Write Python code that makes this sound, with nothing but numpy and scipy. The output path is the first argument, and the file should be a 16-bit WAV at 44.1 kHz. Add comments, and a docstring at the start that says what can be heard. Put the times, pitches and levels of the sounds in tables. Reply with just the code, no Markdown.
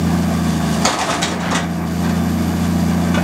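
"""A six-cylinder diesel excavator drones on an open gravel lot, its cover booming and its block clattering.
Oil hisses as filtered noise, and a thin high whine wanders in pitch; the engine sags under hydraulic load.
Then bursts of noise and ringing tones make the bucket clank again and again as it is shaken out.
Among the blows the bucket pin scrapes briefly, a loose link clinks, and soil pours out as grainy noise.
The engine drones on to the end, with a few late blows of the bucket."""
import sys
import numpy as np
from scipy import signal
from scipy.fft import rfft, irfft
from scipy.io import wavfile
from scipy.ndimage import uniform_filter1d

SR = 44100
rng = np.random.default_rng(int(sys.argv[2]) if len(sys.argv) > 2 else 0)


def wav_out(sig):
    """Save sig, one row per channel (or a flat mono array), as 16-bit PCM at SR to the path in sys.argv[1]."""
    wavfile.write(sys.argv[1], SR, np.round(np.clip(np.atleast_2d(sig).T, -1, 1) * 32767).astype(np.int16))


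N = 142443
T = np.arange(N) / SR  # time (s)

# Level of the machinery over time: start_s, block_clatter_db, oil_hiss_db
MACHINE_LEVELS = [(0, -27, -36.5), (.45, -27, -34), (.82, -25, -31), (1.1, -24.5, -29.5),
                  (1.38, -26, -41.5), (1.75, -30, -41.5), (1.95, -31, -37.5), (2.1, -27.5, -37),
                  (2.7, -28.5, -35), (3.23, -25, -36)]


def undb(db):
    """Turn decibels into a gain."""
    return 10 ** (np.asarray(db) / 20)


def unit(x):
    """Scale a sound to an rms (average strength) of 1."""
    return x / np.sqrt(np.mean(x ** 2))


def curve(table, column):
    """Join one column of a table by straight lines in time."""
    table = np.array(table)
    return np.interp(T, table[:, 0], table[:, column])


def colour(x, points):
    """Shape the spectrum of x by points of (pitch_hz, level_db), then scale it to rms 1."""
    hz, db = np.array(points).T
    f = np.maximum(np.fft.rfftfreq(N, 1 / SR), 1)
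    gain = undb(np.interp(np.log(f), np.log(hz), db))
    return unit(irfft(rfft(x) * gain, N))


def walk(rate):
    """Smooth random motion of rms 1, with about `rate` fresh random values a second."""
    k = max(int(SR / rate), 1)
    steps = np.repeat(rng.standard_normal(N // k + 1), k)
    smooth = uniform_filter1d(uniform_filter1d(steps, k), k)
    return unit(smooth[:N])


def noise():
    """White noise."""
    return rng.standard_normal(N)


def decay(t60, start=0):
    """Envelope that begins at start and falls 60 dB in t60 seconds."""
    return undb(-60 * np.maximum(T - start, 0) / t60) * (T >= start)


def ring(x, response):
    """Let x set off a response scaled to unit energy (convolution)."""
    return signal.fftconvolve(x, response / np.linalg.norm(response))[:N]


def even(x, size=441):
    """Hold the short-term level of a grainy noise at rms 1, over a window of size samples."""
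    return x / np.sqrt(uniform_filter1d(x ** 2, size))


def drone(turns, rough_hz=45, lope=0.088):
    """Exhaust tones at multiples of crank speed swell together once a turn, strong and weak by turns."""
    # Exhaust levels over time, added to the order levels: start_s, firing_db, octave_db, other_orders_db
    exhaust_levels = [(0, 1, 2.5, -1), (.45, 0, 1, -1.5), (.84, -5.5, -2, -1.5), (.9, -16, -28, -8),
                      (1.03, -38.5, -20, -23), (1.12, -7.5, -9.5, -10.5), (1.4, -8, -4, -8),
                      (1.72, -5.5, -1, -8.5), (1.92, -3, -2, -6), (2.08, -0.5, 1, -1), (2.45, 1, 0, -2),
                      (3.23, 0.5, 3, -1)]
    # Exhaust and pump tones: order (multiple of crank speed), relative_level_db
    orders = [(3, -4), (4.5, -13.5), (6, -0.5), (7, -3), (8, -1.5), (9, -8), (10, -13.5), (11, -14),
              (12, -13.5), (13, -20.5), (16, -18), (21, -18.5), (24, -37), (25, -26), (31, -27),
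              (41, -21.5)]
    # Spectrum of the low rumble: pitch_hz, relative_level_db per Hz
    rumble_spectrum = [(20, -39.5), (45, -44), (70, -34.5), (120, 7), (190, 12), (250, 15), (350, 7),
                       (600, -20)]
    drone_db, rumble_db = -21, -32.5
    flutter_per_order = 0.0209  # higher orders flutter more
    # the muffler smears each throb around this order (radians per order squared)
    muffler_order, muffler_smear = 7, .72

    firing, octave, rest = (undb(curve(exhaust_levels, k)) for k in range(1, 4))
    tones = 0
    for order, db in orders:
        # three cylinders fire in each turn
        is_firing, is_octave = order == 3, order == 6
        gain = firing if is_firing else octave if is_octave else rest
        phase = 2 * np.pi * order * turns + muffler_smear * (order - muffler_order) ** 2
        flutter = flutter_per_order * order
        wobble = 1 + flutter * (walk(rough_hz) + 1j * walk(rough_hz))
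        # the division keeps the average power the same whatever the flutter
        wave = np.exp(1j * phase) * wobble / np.sqrt(1 + 2 * flutter ** 2)
        uneven = 1 if is_firing else 1 + lope * np.cos(np.pi * turns)
        tones = tones + np.sqrt(2) * undb(db + drone_db) * gain * uneven * wave.real
    return tones + undb(rumble_db) * rest * colour(noise(), rumble_spectrum)


def hood(hz=318, width_hz=65, db=-35):
    """The engine cover booms in one broad resonance, whatever the load."""
    band = signal.butter(2, [hz - width_hz / 2, hz + width_hz / 2], "band", fs=SR, output="sos")
    return undb(db) * unit(signal.sosfilt(band, noise()))


def clatter(turns, knock=0.11, repeat_share=0.11, unrest_db=0.87, size=1536, count=3):
    """Injectors and gears knock at each firing; part of the noise pattern comes back on every turn."""
    # Spectrum of the engine block: pitch_hz, relative_level_db per Hz
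    block_spectrum = [(300, -2.5), (430, -0.5), (530, -7.5), (690, 4), (960, -5.5), (1150, -2), (1340, -12),
                      (1650, -5), (2000, -14), (2400, -12), (4000, -53), (9000, -53.5)]
    pattern = np.interp(turns % 1 * size, np.arange(size), rng.standard_normal(size))
    # repeat_share is a share of the power, hence the square roots
    drive = np.sqrt(repeat_share) * unit(pattern) + np.sqrt(1 - repeat_share) * noise()
    knocking = 1 + knock * np.cos(2 * np.pi * count * turns)
    level = undb(curve(MACHINE_LEVELS, 1) + unrest_db * walk(34.89))
    return level * colour(drive * knocking, block_spectrum)


def hydraulics(turns, ripple=0.14, flicker_db=1.42, count=3):
    """Oil hisses through valves and hoses, pulsing slightly with the engine."""
    # Spectrum of the hiss: pitch_hz, relative_level_db per Hz
    oil_spectrum = [(900, 3), (2000, -1.5), (3100, 1.5), (4000, 0), (5500, 1), (7000, 1.5), (8000, -2),
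                    (8900, -2), (10500, -8.5), (13000, -16.5), (15500, -30)]
    # Resonances of hoses and valves: pitch_hz, width_hz, relative_level_db
    oil_resonances = [(2883.5, 70, 0.5), (3508.9, 77, 1.5), (4670, 153.9, 2.5), (5452, 65, -26)]
    resonance_db = -8  # against the plain hiss
    rings = 0
    for hz, width_hz, db in oil_resonances:
        peak = signal.iirpeak(hz, hz / width_hz, fs=SR)
        rings = rings + undb(db) * unit(signal.lfilter(*peak, noise()))
    hiss = colour(noise(), oil_spectrum) + undb(resonance_db) * unit(rings)
    level = undb(curve(MACHINE_LEVELS, 2) + flicker_db * walk(60.311))
    return hiss * level * (1 + ripple * np.cos(2 * np.pi * count * turns))


def panels(x, count=40):
    """Close reflections between cab, boom and ground colour the machinery noise."""
    spread_s, reflections_db = .035, -9
    lag, sign = rng.random((2, count))
    delays = (lag * spread_s * SR).astype(int) + 1  # in samples
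    echoes = np.bincount(delays, np.sign(sign - .5))
    # the division makes up for the power that the echoes add
    return (x + undb(reflections_db) * ring(x, echoes)) / np.hypot(1, undb(reflections_db))


def whine(turns, ripple=0.4, count=6):
    """A narrow, breathy whistle flutters with the engine, probably the turbocharger."""
    # Path of the whistle: start_s, pitch_hz, level_db (before the flutter)
    whistle_path = [(0, 13600, -50), (.2, 12850, -48), (.45, 12500, -48.5), (.8, 13150, -48),
                    (1.0, 13500, -64), (1.1, 15000, -59), (1.33, 13750, -58), (1.55, 12900, -57),
                    (1.9, 11990, -49.5), (2.4, 11880, -46), (2.95, 11870, -48.5), (3.23, 11610, -49.5)]
    half_width_hz = 230  # the blur reaches this far to each side of the pitch
    low_pass = signal.butter(2, half_width_hz, fs=SR, output="sos")
    blur = signal.sosfilt(low_pass, noise() + 1j * noise())
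    turning = np.exp(2j * np.pi * np.cumsum(curve(whistle_path, 1)) / SR)
    whistle = unit((blur * turning).real)
    flutter = 1 + ripple * np.cos(2 * np.pi * count * turns)
    return whistle * flutter * undb(curve(whistle_path, 2))


def bucket():
    """Each blow is a burst of chattering contacts that cracks, knocks and sets the steel ringing."""
    # Blows: start_s, relative_level_db, treble_db (added to the level), chatter_s (60 dB fall), knock_hz
    blows = [(0.843, -13.5, -11.5, 0.041, 1330), (0.851, -11.5, 7.5, 0.023, 735),
             (.867, -13.5, -7, 0.058, 530), (.883, -26.5, -3, 0.071, 540), (.918, -20.5, -2.5, 0.098, 705),
             (.984, -15.5, -4, 0.074, 756), (1.011, -16.5, 1.5, 0.031, 766),
             (1.076, -14.5, -15, 0.079, 650), (1.098, -18, -3.5, 0.097, 1054),
             (1.137, -21, -8.5, 0.066, 844), (1.216, -17.5, 4.5, 0.093, 787.5),
             (1.276, -22.5, -0.5, 0.066, 340), (1.311, -21, -4, 0.045, 335), (1.396, -29, -1, 0.0917, 740),
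             (1.507, -13, -6, 0.064, 265), (1.544, -16.5, 1.5, 0.079, 238.6),
             (1.574, -24, -20, 0.0477, 786), (2.029, -23.5, -6.5, 0.1, 347), (2.086, -29, -1, 0.083, 690),
             (3.141, -20.5, -5, 0.058, 1162), (3.174, -16.5, -20.5, 0.0081, 590)]
    # Long ringing tones of the bucket: pitch_hz, relative_level_db
    bucket_tones = [(234, -3), (286, -3), (319, -1), (527, -5), (566, -2), (701, 0), (819, -3), (1015, -3),
                    (1147, -3), (1255, -4), (1524, -6), (2095, -12), (2905, -7), (3535, -6)]
    # Spectra of the bare contacts, dull body and bright crash: pitch_hz, relative_level_db per Hz
    crack_spectrum = [(900, -3), (2000, -1), (4800, -5), (6400, 2.5), (8500, -6), (10500, -17),
                      (15500, -26)]
    body_spectrum = [(90, -26), (170, 6.5), (330, 5), (480, -2.5), (750, 5), (1200, 0), (1700, -1.5),
                     (2400, -8.5), (4000, -12), (9000, -46)]
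    crash_spectrum = [(900, -28), (2000, -1), (3500, 3), (4800, -0.5), (6800, 1.5), (8500, -6),
                      (10500, -18.5), (15500, -29)]
    rise_share = 0.12  # part of the chatter that it takes to build up
    contact_db, crack_db, knock_db, ring_db, crash_db, tail_db = 9.5, -7, 0.5, -8.5, -5.5, -19
    # times to fall 60 dB (s)
    knock_t60, body_t60, crash_t60, tail_t60, ring_t60 = 0.098, 0.3123, 0.2, 0.55, .65
    ring_damping = .5  # how strongly the ring time depends on pitch
    rattle_per_s, rattle_scatter_db = 1100, 5

    # powers of overlapping blows add up
    force = bright = knocks = 0
    for start, db, treble_db, length, knock_hz in blows:
        onset = undb(db) * np.clip((T - start) / (rise_share * length), 0, 1)
        contact = (onset * decay(length, start)) ** 2
        force = force + contact
        bright = bright + contact * undb(treble_db) ** 2
        knock = np.sin(2 * np.pi * knock_hz * (T - start))
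        knocks = knocks + onset * decay(knock_t60, start) * knock

    grains = noise() * undb(rattle_scatter_db * walk(rattle_per_s))
    chatter = undb(contact_db) * even(grains)
    push = chatter * np.sqrt(force)
    bright_push = chatter * np.sqrt(bright)

    tail = undb(tail_db) * decay(tail_t60)
    body = colour(noise(), body_spectrum) * (decay(body_t60) + tail)
    crash = colour(noise(), crash_spectrum) * (decay(crash_t60) + tail)
    # colour() resets the level, so the contact gain is given again
    crack = undb(crack_db + contact_db) * colour(chatter, crack_spectrum) * np.sqrt(bright)

    tones = 0
    for k, (hz, db) in enumerate(bucket_tones):
        # the ring time holds at 700 Hz; higher tones die sooner
        fall = decay(ring_t60 * (700 / hz) ** ring_damping)
        tones = tones + undb(db) * fall * np.sin(2 * np.pi * hz * T) * (-1) ** k

    steel = ring(push, body) + undb(ring_db) * ring(push, tones)
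    steel = steel + undb(crash_db) * ring(bright_push, crash)
    return steel + crack + undb(knock_db) * knocks * (1 + 0.49 * walk(150))


def scrape():
    """The bucket pin rubs in its bush: one narrow resonance whose pitch falls as the pin slows."""
    centre_s, spread_s, level_db = 1.113, .014, -23
    pitch_hz, sag_per_s = 1090, 4  # the pitch at the centre, and its rate of fall
    blur_per_s = 60  # random values a second that roughen the tone
    hz = pitch_hz * np.exp(-sag_per_s * (T - centre_s))
    rub = walk(blur_per_s) + 1j * walk(blur_per_s)
    swell = np.exp(-((T - centre_s) / spread_s) ** 2 / 2)
    return undb(level_db) * swell * (rub * np.exp(2j * np.pi * np.cumsum(hz) / SR)).real


def link():
    """The loose steel link strikes its pin and rings in separate tones, a little differently each time."""
    # Strikes: start_s, relative_level_db
    strikes = [(1.221, -28), (3.142, -23), (3.174, -26)]
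    # Ringing tones of the link: pitch_hz, relative_level_db (before the scatter)
    link_tones = [(1455, 0), (1510, 0), (2030, -7), (2220, -9), (2315, -4), (2525, -6), (2890, -4),
                  (3190, -11), (3480, -7)]
    t60_s, rise_s, scatter_db = .2, .003, 2
    hz, tone_db = np.array(link_tones).T
    out = 0
    for start, db in strikes:
        sizes = undb(db + tone_db + scatter_db * rng.standard_normal(len(hz)))
        partials = sum(size * np.sin(2 * np.pi * (f * T + rng.random())) for f, size in zip(hz, sizes))
        out = out + partials * np.clip((T - start) / rise_s, 0, 1) * decay(t60_s, start)
    return out


def soil(grain_db=4):
    """Earth and small stones slide from the bucket and patter on the gravel, as one swell of grainy noise."""
    # Spectrum of the pouring soil: pitch_hz, relative_level_db per Hz
    soil_spectrum = [(150, -3), (350, -9), (900, -6), (1800, -10), (3500, -18.5), (8000, -34), (15000, -45)]
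    peak_s, rise_s, fall_s, level_db = 1.485, 0.061, 0.058, -23
    spread = np.where(T < peak_s, rise_s, fall_s)
    swell = np.exp(-((T - peak_s) / spread) ** 2 / 2)
    grains = even(noise() * undb(grain_db * walk(900)))
    return undb(level_db) * swell * colour(grains, soil_spectrum)


def scene():
    """The crankshaft's turning paces the engine and oil sounds; the bucket works over them."""
    # Crankshaft speed before a slight random jitter: start_s, turns_per_s
    crank_speed = [(0, 28), (.2, 28.5), (.42, 28.2), (.65, 26.8), (.87, 28.5), (1.08, 26.491), (1.3, 29.17),
                   (1.8, 28.15), (2.05, 28.72), (2.65, 28.8), (2.86, 28.4), (3.04, 28.7), (3.23, 29.4)]
    jitter = 0.0030315  # share of the speed
    speed = curve(crank_speed, 1) * (1 + jitter * walk(14))
    turns = np.cumsum(speed) / SR
    engine = drone(turns) + hood()
    machinery = panels(clatter(turns) + hydraulics(turns))
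    mix = engine + machinery + whine(turns) + bucket() + scrape() + link() + soil()
    return mix[None]


def record(dry):
    """Thin the deep bass, clip at full scale and cut the top of the treble."""
    low_cut_hz, top_hz = 68, 15700
    high_pass = signal.butter(4, low_cut_hz, "high", fs=SR, output="sos")
    thin = signal.sosfilt(high_pass, dry)
    low_pass = signal.ellip(10, .2, 80, top_hz, fs=SR, output="sos")
    return signal.sosfilt(low_pass, np.clip(thin, -1, 1))


dry = scene()
out = record(dry)
wav_out(out)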